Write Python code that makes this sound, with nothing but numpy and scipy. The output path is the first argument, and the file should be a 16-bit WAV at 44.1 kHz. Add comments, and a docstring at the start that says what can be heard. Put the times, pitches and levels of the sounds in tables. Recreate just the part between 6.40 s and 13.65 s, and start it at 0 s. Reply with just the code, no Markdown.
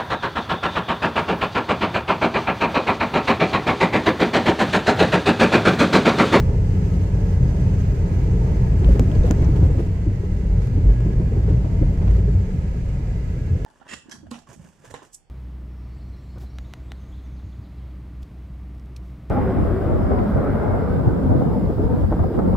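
"""Inside a car rolling slowly along a city street, heard at the passenger seat by two close microphones.
Shaped noise makes the body's deep rumble and the cabin's drone over a soft engine hum of a few sines.
The tyres roar dully and the vents hiss; the roar eases and a sizzle of tread ends with the coarse asphalt.
Dips rock the car; a rough stretch and later seams strike decaying knocks from the suspension,
and short noise bursts and crowds of clicks make loose trim tick, snap and rattle."""
import sys
import numpy as np
from scipy import signal
from scipy.fft import rfft, irfft, next_fast_len
from scipy.io import wavfile
from scipy.ndimage import uniform_filter1d

SR = 44100
rng = np.random.default_rng(int(sys.argv[2]) if len(sys.argv) > 2 else 0)


def unload_audio(sound):
    """Save the sound as a 16-bit wav file, at the path given as the first command line argument."""
    columns = np.transpose(np.atleast_2d(sound))
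    # keep every value between -1 and 1, then stretch to whole-number steps
    steps = np.round(np.clip(columns, -1, 1) * 32767)
    wavfile.write(sys.argv[1], SR, steps.astype(np.int16))


N = 319706
TIME = np.arange(N) / SR  # s

# How rough the road is, driving several layers together. Each row: time in seconds, roughness in dB.
ROAD_ROUGHNESS = [(0, 0), (.7, -1.8), (2.3, -0.5), (2.85, -1), (3.25, 2.5), (3.55, -4), (3.85, -5),
                  (4.2, -2.5), (4.6, -2.5), (5, -1.5), (5.8, -2), (6.25, -5.5), (7.25, -6)]
# Coarse asphalt gives way to a quieter surface; the crossing is a smooth step.
COARSE_ENDS_S, CROSSING_S, COARSE_ROAR_DB = 3.14, 0.083, 2.5
# Levels at roughness 0 dB, and the dB that each gains per dB of roughness.
HEAVE_DB, HEAVE_PER_DB = -21.5, 0.66
BOOM_DB, BOOM_PER_DB = -17.5, 1.45
TYRE_DB, TYRE_PER_DB = -34, 0.81
VENT_DB, HISS_PER_DB = -49.5, 0.09
SIZZLE_DB = -50  # on coarse asphalt
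# Slow wavering of narrow bands.
BOOM_DRIFT_DB, TYRE_DRIFT_DB, VENT_DRIFT_DB, SIZZLE_DRIFT_DB = 2.0, 1.34, 1.64, 2

# Balance of the cabin at the microphones. Each row: frequency in Hz, left minus right in dB.
LEFT_RIGHT_LEAN = [(50, 0.45), (200, 0), (320, 2.5), (480, -1.5), (800, -1), (1250, 1), (1650, -4),
                   (2300, -7.5), (3500, 0.5), (4500, -3.5), (6500, -2), (9300, -5.5), (11000, -2),
                   (14000, 1)]
# Spread of the cabin sound. Each row: frequency in Hz, side minus mid in dB.
STEREO_WIDTH = [(30, -23.5), (90, -24), (135, -21.5), (180, -19), (300, -18.5), (550, -6.5), (900, -0.5),
                (1250, 2.5), (2000, -2.5), (3000, 0), (5000, 0.5)]
# Hollow resonances of ducts and dashboard, which each source takes up more or less strongly.
# Each row: frequency in Hz, width in Hz, lift in dB at full weight.
DUCT_RESONANCES = [(659, 8.7, 11), (1282, 71, 7.5), (1658, 45, 8), (1970, 12, 5.5), (2040, 72, 5.5),
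                   (4776, 24, -1.5), (6330, 60, 5.5), (7400, 100, 4.5), (9630, 14, 4)]

# Colour of the vent hiss. Each row: frequency in Hz, relative level in dB per Hz.
VENT_COLOUR = [(300, 6), (1000, -7.5), (1450, 2.5), (2150, 1.5), (2800, -1.5), (3600, -7.5), (4800, -6.5),
               (5700, -9.5), (6400, -7.5), (7500, -10), (9000, -18), (10300, -18.5), (11200, -22.5),
               (13600, -20.5), (16000, -24.5)]
# Colour of the tread's extra hiss on coarse asphalt. Each row: frequency in Hz, relative level in dB per Hz.
SIZZLE_COLOUR = [(300, 7), (1000, -1.5), (1500, 2), (2150, 0), (2900, -1.5), (3500, -8.5), (4800, -4.5),
                 (5800, -8), (6300, -2), (6700, -7.5), (7600, -8.5), (8400, -10.5), (9200, -18.5),
                 (10300, -15.5), (11200, -23.5), (13600, -15.5), (15500, -20)]

# Colour of struck loose trim. Each row: frequency in Hz, relative level in dB per Hz.
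TRIM_COLOUR = [(150, -18.5), (400, -6), (1000, 11), (2500, 2), (4000, -4.5), (7300, -6.5), (8500, -12),
               (14000, -18.5), (16000, -17.5)]
# Loose trim set rattling, each bout swelling and dying away.
# Each row: loudest at seconds, level in dB, half length in seconds, bright above Hz.
RATTLE_BOUTS = [(2.52, -49, 0.057, 1500), (2.877, -48, 0.022, 3500), (3.031, -63, 0.026, 1190),
                (3.256, -56.5, .11, 3000), (3.402, -55, 0.033, 1000), (4.247, -59, 0.045, 3000),
                (5.096, -58, 0.028, 500), (5.69, -57, .03, 500), (5.76, -51, 0.033, 488)]
RATTLE_REST_DB = -67  # the faint chatter between bouts, at roughness 0 dB
# Small plastic parts ticking. Each row: start in seconds, level in dB before a common 13 dB cut,
# ring in Hz, ring width in Hz, ring lift in dB, contact decay in seconds, left minus right in dB.
TRIM_TICKS = [(2.4452, -33, 3120, 900, 15, 0.00081, 4), (2.5125, -40, 3800, 1600, 4, .0015, 2),
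              (2.7145, -37, 3200, 1300, 12, 0.003, 2), (2.7516, -39, 4300, 1800, 8, 0.0065, 3),
              (2.834, -40, 3830, 1500, 10, .003, 3), (3.045, -40, 5900, 2010, 18, .004, -1),
              (3.262, -42, 7560, 3000, 10, .0015, 2), (4.219, -40, 5010, 2000, 4, 0.0022, -3),
              (4.272, -42, 12200, 4800, 10, .0015, -3), (4.605, -40, 11900, 4800, 7, 0.00093, -3),
              (4.733, -43, 5000, 2000, 7, .001, -3), (5.574, -41, 2000, 800, 10, 0.0028, -1),
              (5.677, -40, 3480, 2000, 6, 0.002, 6), (5.711, -40, 4500, 1800, 2, .003, 1)]
# A stiff panel snapping in its clips on the hardest jolts.
# Each row: start in seconds, level in dB, ring in Hz, ring lift in dB.
PANEL_SNAPS = [(2.5946, -32.5, 6600, 2), (2.9092, -32.5, 6700, 11.5)]
# Colour of a snap. Each row: frequency in Hz, relative level in dB per Hz.
SNAP_COLOUR_CURVE = [(150, -4), (400, 7.5), (750, 0), (1250, -5), (2000, -13), (3200, -17), (4700, -18.5),
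                     (7300, -16), (8500, -25), (9500, -28), (12500, -23), (16000, -27)]
# The right microphone faces away from the panel. Each row: frequency in Hz, gain in dB.
RIGHT_SHADE = [(600, 0), (1250, -5), (2500, -4), (7000, -10), (14000, -14)]
SNAP_SWEEP_HZ_PER_S = 8900000  # each snap zips upward from a dull knock to a bright crack

# Colour of the tyre roar. Each row: frequency in Hz, relative level in dB per Hz.
TYRE_COLOUR = [(120, -6), (230, 2), (310, -1), (355, -4), (395, 3), (500, -4.5), (580, -8.5), (740, -14),
               (930, -12), (1150, -22.5), (1600, -27.5), (3000, -41), (16000, -80)]

# The engine's course. Each row: time in seconds, mean firing rate in Hz, level in dB before a 2.5 dB cut.
ENGINE_COURSE = [(0, 48.4, -32.5), (.6, 46.2, -33), (1.8, 46.3, -30.5), (2.5, 50.12, -23),
                 (3.6, 48.86, -31), (4.5, 50.1, -18), (5.05, 55.35, -23), (5.8, 55, -25.5),
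                 (6.3, 50, -32.5), (7.25, 49.1, -38)]
# Harmonics of the hum. Each row: multiple of the firing rate, relative level in dB before it wanders.
FIRING_ORDERS = [(1, 5), (2, -18), (3, -28), (4, -11.5)]

# The drone, a broad air resonance above the boom. Each row: time in seconds, level in dB before the trim.
DRONE_LEVEL = [(0, -30), (.4, -26), (1.5, -29), (2.05, -26), (2.9, -26.5), (3.4, -29.5), (3.7, -31.5),
               (4.05, -30), (4.6, -31), (5.9, -28), (6.3, -33), (7.25, -36.5)]
DRONE_TRIM_DB = -1
# Colour of the drone. Each row: frequency in Hz, relative level in dB per Hz.
DRONE_CURVE = [(100, -39.5), (145, -8.5), (165, -1.5), (187, -3), (212, -15.5), (300, -44), (2000, -130)]

# Small pits and stones between the big dents. Each row: time in seconds, level in dB.
GRUMBLE_LEVEL = [(0, -42.5), (2.3, -42.5), (2.45, -37), (3.4, -36.5), (3.55, -49), (4.1, -41.5),
                 (4.5, -39.5), (5.7, -42.5), (6.2, -43.5), (7.25, -46.5)]
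PITS_PER_S, PIT_LOW_HZ, PIT_HIGH_HZ, PIT_SPREAD_DB = 130, 219.5, 639.6, 2
# Wheels meeting seams and dents. Each row: start in seconds, knock in dB, knock ring in Hz,
# shudder in dB before a common 13 dB cut, shudder decay in seconds, shudder tilt in dB per octave.
WHEEL_BUMPS = [(2.418, -20, 370, -20.5, 0.09, 4), (2.485, -24, 543, -17, 0.015, -3.5),
               (2.551, -18, 237, -20, 0.01, 3.5), (2.596, -15, 251, -9.5, 0.0079, -4),
               (2.622, -28, 372, -29, 0.0067, 0), (2.694, -23, 276, -44, 0.013, 1),
               (2.718, -35, 610, -30, .015, 3), (2.752, -23.5, 446, -28, 0.018, 3),
               (2.84, -19.5, 481, -20, 0.043, 3.5), (2.879, -33.5, 714, -39, 0.016, 8),
               (2.903, -14, 254, -18, 0.01, 3.5), (2.98, -32, 510, -18.5, 0.042, -1),
               (3.016, -25, 366, -22, 0.032, 4), (3.087, -18, 302, -31, 0.02, 0),
               (3.155, -25, 427, -34, 0.016, 7), (3.221, -28, 252, -19, .035, 3),
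               (3.248, -31, 540, -31, 0.022, 1), (3.299, -24.5, 466, -25, 0.021, -10),
               (3.378, -20, 296, -24, 0.03, 2.5), (3.39, -20.5, 330, -34, .012, 5.5),
               (3.463, -29, 300, -36, 0.0082, 5.5), (3.664, -20, 315, -10.5, 0.035, -8),
               (3.834, -26, 400, -27, .025, 1), (4.164, -35, 420, -17.5, 0.015, -9.5),
               (4.372, -19.5, 286, -30, 0.027, -7), (4.443, -34, 228, -15.5, 0.013, -7),
               (4.488, -29, 420, -26.5, 0.023, 1.5), (4.66, -19, 321, -15, 0.046, -4.5),
               (4.796, -23, 347, -18.5, 0.023, -3), (4.92, -25, 438, -22.5, 0.044, 2),
               (4.967, -22.5, 377, -18, 0.023, 0), (5.079, -24, 426, -22, 0.043, 3),
               (5.101, -21, 308, -28.5, 0.01, -4.5), (5.243, -26, 229, -24, 0.011, 2.5),
               (5.412, -17.5, 305, -17.5, 0.019, -2), (5.425, -26, 520, -31.5, 0.018, 4.5),
               (5.504, -37, 593, -35, .012, 1), (5.522, -29, 423, -41, 0.013, 0),
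               (5.612, -25, 375, -26.5, 0.021, 3.5), (5.666, -31, 256, -26, 0.052, 4.5),
               (5.78, -24, 386, -38, .012, 5), (5.879, -27, 410, -29, 0.014, 0)]
# Colour of the panels' shudder before its tilt. Each row: frequency in Hz, relative level in dB per Hz.
SHUDDER_COLOUR = [(40, -9), (110, 9.5), (200, 3.5), (320, 0.5), (450, -7), (620, -13.5), (1000, -24.5),
                  (2500, -43.5), (16000, -81)]
# Colour of the tread's crunch. Each row: frequency in Hz, relative level in dB per Hz.
CRUNCH_COLOUR = [(200, -18), (450, 1.5), (800, -5.5), (1200, -11.5), (2500, -27.5), (16000, -72)]
CRUNCH_DB, CRUNCH_S = -15.5, 0.0096  # level against the knock, decay
BUMP_RISE_S = 0.0071
KNOCK_S = 0.0049  # time a knock takes to peak; it dies away about as fast
KNOCK_LAG_S = 0.00023  # a knock reaches the right microphone this much later

# Colour of the suspension's heave. Each row: frequency in Hz, relative level in dB per Hz.
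HEAVE_COLOUR = [(10, -32.5), (21, -20.5), (29, 2), (32, -4), (38, -5.5), (46, 4.5), (56, 3), (65, -1),
                (85, -22.5), (2000, -130)]
# Colour of the booming panels. Each row: frequency in Hz, relative level in dB per Hz.
BOOM_COLOUR = [(40, -22), (64, -4.5), (80, -1.5), (92, 3), (108, -5), (122, 0), (138, -7), (188, -14),
               (212, -26), (300, -29), (4000, -120)]
# Long dips that rock the car and set its panels booming.
# Each row: deepest at seconds, heave change in dB, boom change in dB.
ROAD_DIPS = [(.22, -2, 2.5), (1.04, -2, 5.5), (1.291, -6, 4.5), (1.95, 4.5, 1.5), (2.5, 14.5, 1),
             (2.81, 9.5, 2.5), (3.07, 6.5, -0.5), (4.39, 2, 4), (4.8, 3, 3), (5.11, 2.5, 3.5),
             (5.45, 7.5, 3.5), (5.72, 7.5, 2.5), (5.951, 0, 6.5), (7.12, -14, 8.5)]
DIP_S = 0.051  # half length of a dip
TOP_HZ = 15700


def undb(db):
    """Decibels to gain."""
    return 10 ** (np.asarray(db) / 20)


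def unit(x):
    """Scale to rms 1."""
    return x / np.sqrt(np.mean(x ** 2))


def curves(table):
    """The columns of a time table, sample by sample."""
    s, *columns = np.transpose(table)
    return [np.interp(TIME, s, c) for c in columns]


def swell(s, half_s):
    """A smooth rise to 1 at time s and back."""
    return np.exp(-((TIME - s) / half_s) ** 2)


def walk(rate):
    """A smooth random wander of spread 1, slower than about rate in Hz."""
    size = next_fast_len(N)
    f = np.fft.rfftfreq(size, 1 / SR)
    slow = rfft(rng.standard_normal(size)) * np.exp(-(f / rate) ** 2)
    return unit(irfft(slow, size)[:N])


def gains(points, size):
    """A (Hz, dB) table as gains on the bins of a transform."""
    hz, db = np.transpose(points)
    f = np.fft.rfftfreq(size, 1 / SR)
    return undb(np.interp(np.log(f + 1), np.log(hz), db))


def resonances(modes, size):
    """Gains of bell-shaped resonances on the bins of a transform."""
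    f = np.fft.rfftfreq(size, 1 / SR)
    return undb(sum(db / (1 + (2 * (f - hz) / width) ** 2) for hz, width, db in modes))


def reflections(count=80):
    """Early echoes off glass and dashboard, 5 to 30 ms late, ripple the spectrum differently at each microphone."""
    echoes = np.zeros((2, N))
    for port in echoes:
        port[rng.integers(SR // 200, SR // 33, count)] = rng.standard_normal(count)
    return undb(1.2 * unit(rfft(echoes).real))


def ring(x, gain):
    """Pass x through a causal body with these gains: it rings only after it is struck."""
    size = x.shape[-1]
    cepstrum = irfft(np.log(gain), size)  # folded forward in time for minimum phase
    cepstrum[1:size // 2] *= 2
    cepstrum[size // 2 + 1:] = 0
    return irfft(rfft(x) * np.exp(rfft(cepstrum)), size)


def cabin_noise(size):
    """Diffuse sound at two microphones: alike in the bass, unrelated in the treble, uneven left to right."""
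    mid, side = rfft(rng.standard_normal((2, size)))
    width = gains(STEREO_WIDTH, size)
    lean = gains(LEFT_RIGHT_LEAN, size) ** .5
    pair = np.array([(mid + width * side) * lean, (mid - width * side) / lean])
    return irfft(pair / np.sqrt(1 + width ** 2), size)


def burst(envelope):
    """A short burst of noise with an even spectrum, free of chance holes."""
    spectrum = rfft(rng.standard_normal(len(envelope)) * envelope)
    local_power = uniform_filter1d(abs(spectrum) ** 2, size=41)
    return irfft(spectrum / np.sqrt(local_power + 1e-18), len(envelope))


def steady(x, seconds, share):
    """Take a share of the slow chance swells out of a noise."""
    power = uniform_filter1d(np.mean(x ** 2, axis=0), max(int(seconds * SR), 2))
    return unit(x / power ** (min(share, 1) / 2))


def drift(x, depth_db, size=2048, count=11):
    """Narrow bands swell and fade on their own over a few tenths of a second, so the colour never sits still."""
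    bands = signal.stft(x, nperseg=size)[2]
    wander = uniform_filter1d(rng.standard_normal(bands.shape[1:]), size=3, axis=0)
    for _ in range(2):
        wander = uniform_filter1d(wander, count, axis=1)
    moving = bands * undb(depth_db * unit(wander))
    return unit(signal.istft(moving, nperseg=size)[1][:, :N])


def add(out, s, sound):
    """Mix a short sound in at time s, with its ends eased."""
    start, size = int(s * SR), sound.shape[1]
    ease = np.interp(np.arange(size), [0, 30, size / 2, size], [0, 1, 1, 0])
    out[:, start:start + size] += (sound * ease)[:, :N - start]


def vents(level_db):
    """Air and road hiss come out of the dashboard ducts and sound their resonances."""
    colour = gains(VENT_COLOUR, N) * resonances(DUCT_RESONANCES, N) * reflections()
    hiss = irfft(rfft(cabin_noise(N)) * colour, N)
    return drift(hiss, VENT_DRIFT_DB) * undb(level_db + .5 * walk(39))


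def sizzle(coarse):
    """Coarse asphalt adds a restless hiss that leaks in around the windows."""
    colour = gains(SIZZLE_COLOUR, N) * resonances(DUCT_RESONANCES, N) ** 1.4 * reflections()
    hiss = irfft(rfft(cabin_noise(N)) * colour, N)
    return drift(hiss, SIZZLE_DRIFT_DB) * coarse * undb(SIZZLE_DB + 1.6 * walk(20))


def chatter(rough_db, per_second=1100, rest_hz=3000):
    """Shaken trim rubs in a crowd of tiny clicks: faintly all the time, louder in short bouts."""
    struck = rng.random((2, N)) < per_second / SR
    sizes = undb(3 * np.minimum(rng.exponential(size=(2, N)), 4))
    clicks = ring(struck * rng.choice([-1, 1], (2, N)) * sizes, gains(TRIM_COLOUR, N))

    def bright(hz):
        """The clicks with their low end thinned, at rms 1."""
        return unit(signal.sosfilt(signal.butter(1, hz, "high", fs=SR, output="sos"), clicks))

    bouts = sum(bright(hz) * undb(db) * swell(s, half_s) for s, db, half_s, hz in RATTLE_BOUTS)
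    return bouts + bright(rest_hz) * undb(RATTLE_REST_DB + rough_db + 2.4 * walk(22))


def ticks(tail_s=0.012, tail_db=-36, size=2048):
    """Trim taps against its clip: a hard contact, a brief plastic ring and a trace of cabin echo."""
    out, t = np.zeros((2, N)), np.arange(size) / SR
    for s, db, hz, width_hz, lift_db, contact_s, pan_db in TRIM_TICKS:
        strike = np.exp(-t / contact_s) + undb(tail_db) * np.exp(-t / tail_s)
        plastic = gains(TRIM_COLOUR, size) * resonances([(hz, width_hz, lift_db)], size)
        tick = np.array([unit(ring(burst(strike), plastic)) for port in range(2)])
        pan = np.array([pan_db, -pan_db])[:, None] / 2
        add(out, s, tick * undb(db - 13 + pan))
    return out


def snaps(ring_width_hz=1400, echo_s=0.0051, echo_db=-13, size=2048):
    """A panel lets go in one hard, broad crack that sweeps upward in 2 to 3 ms; the cabin echoes it briefly."""
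    out, t, f = np.zeros((2, N)), np.arange(size) / SR, np.fft.rfftfreq(size, 1 / SR)
    sweep = np.exp(-1j * np.pi * f ** 2 / SNAP_SWEEP_HZ_PER_S)  # higher frequencies come later
    crack = np.roll(irfft(sweep, size), 32)
    for s, db, hz, lift_db in PANEL_SNAPS:
        panel = gains(SNAP_COLOUR_CURVE, size) * resonances([(hz, ring_width_hz, lift_db)], size)
        left = unit(ring(crack, panel))
        right = ring(left, gains(RIGHT_SHADE, size))
        echo = unit(ring(cabin_noise(size) * np.exp(-t / echo_s), gains(TRIM_COLOUR, size)))
        add(out, s, (np.array([left, right]) + undb(echo_db) * echo) * undb(db))
    return out


def tyres(level_db):
    """Tread on asphalt, muffled by the doors, fluttering with the grain of the road."""
    colour = gains(TYRE_COLOUR, N) * resonances(DUCT_RESONANCES, N) ** 0.6 * reflections()
    roar = drift(irfft(rfft(cabin_noise(N)) * colour, N), TYRE_DRIFT_DB)
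    return steady(roar, seconds=0.029, share=0.18) * undb(level_db + 0.81 * walk(4.7))


def engine():
    """Even firings, felt through the mounts as a slightly unsteady hum."""
    hz, level_db = curves(ENGINE_COURSE)
    unsteady_hz = hz * (1 + 0.01494 * walk(6.81))
    phase = 2 * np.pi * np.cumsum(unsteady_hz) / SR
    hum = sum(undb(db + 5.7 * walk(4.5)) * np.sin(multiple * phase) for multiple, db in FIRING_ORDERS)
    return unit(hum) * undb(level_db - 2.5)


def drone():
    """Road vibration keeps the air in the cabin droning, swelling and fading on its own."""
    level_db, = curves(DRONE_LEVEL)
    air = ring(cabin_noise(N), gains(DRONE_CURVE, N))
    return steady(air, seconds=0.21, share=0.96) * undb(level_db + DRONE_TRIM_DB)


def knock(hz, size):
    """A few cycles of hollow ring from the suspension, at both microphones."""
    t = np.arange(size) / SR
    age = np.maximum([t, t - KNOCK_LAG_S], 0)
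    envelope = age / KNOCK_S * np.exp(1 - age / KNOCK_S)
    return envelope * np.sin(2 * np.pi * hz * age)


def grumble(size=1536):
    """Small pits keep the suspension knocking irregularly; the higher knocks tend to be weaker."""
    out, (level_db,) = np.zeros((2, N)), curves(GRUMBLE_LEVEL)
    for when, pitch, strength in rng.random((int(PITS_PER_S * N / SR), 3)):
        hz = PIT_LOW_HZ * (PIT_HIGH_HZ / PIT_LOW_HZ) ** pitch
        force = undb(-PIT_SPREAD_DB * np.log(1 - strength)) / hz ** 1.05
        add(out, when * N / SR, knock(hz, size) * force)
    return steady(out, seconds=0.09, share=0.46) * undb(level_db)


def bumps(size=8192):
    """Each dent crunches under the tread and knocks the suspension while panels shudder, deeper if tilted down."""
    out, t = np.zeros((2, N)), np.arange(size) / SR
    rise = 1 - np.exp(-t / BUMP_RISE_S)
    for s, knock_db, hz, shudder_db, decay_s, tilt_db in WHEEL_BUMPS:
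        colour = gains([(f, lift + tilt_db * np.log2(f)) for f, lift in SHUDDER_COLOUR], size)
        shudder = unit(ring(cabin_noise(size) * rise * np.exp(-t / decay_s), colour))
        grit = unit(ring(cabin_noise(size), gains(CRUNCH_COLOUR, size)))
        crunch = grit * rise * np.exp(-t / CRUNCH_S)
        blow = (knock(hz, size) + crunch * undb(CRUNCH_DB)) * undb(knock_db)
        add(out, s, blow + shudder * undb(shudder_db - 13.0))
    return out


def body(rough_db):
    """The suspension heaves slowly while panels boom at the low cabin modes; roughness and dips set both levels."""
    heave_db = HEAVE_DB + HEAVE_PER_DB * rough_db
    boom_db = BOOM_DB + BOOM_PER_DB * rough_db
    for s, heave_change_db, boom_change_db in ROAD_DIPS:
        dip = swell(s, DIP_S)
        heave_db = heave_db + heave_change_db * dip
        boom_db = boom_db + boom_change_db * dip
    heave = steady(ring(cabin_noise(N), gains(HEAVE_COLOUR, N)), seconds=0.06, share=0.81)
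    panels = drift(ring(cabin_noise(N), gains(BOOM_COLOUR, N)), BOOM_DRIFT_DB)
    boom = steady(panels, seconds=0.33, share=0.88)
    return heave * undb(heave_db) + boom * undb(boom_db)


def scene():
    """Everything heard from the passenger seat, much of it driven by the state of the road."""
    rough_db, = curves(ROAD_ROUGHNESS)
    coarse = (1 - np.tanh((TIME - COARSE_ENDS_S) / CROSSING_S)) / 2  # 1 on coarse asphalt, then 0
    roar_db = TYRE_DB + TYRE_PER_DB * rough_db + COARSE_ROAR_DB * coarse
    hiss_db = VENT_DB + HISS_PER_DB * rough_db
    air = vents(hiss_db) + sizzle(coarse)
    trim = chatter(rough_db) + ticks() + snaps()
    rolling = tyres(roar_db) + engine() + drone()
    suspension = grumble() + bumps()
    return air + trim + rolling + suspension + body(rough_db)


def record(dry):
    """The phone holding the microphones cuts the top with a steep low-pass."""
    return signal.sosfilt(signal.ellip(10, .2, 70, TOP_HZ, fs=SR, output="sos"), dry)


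dry = scene()
out = record(dry)
unload_audio(out)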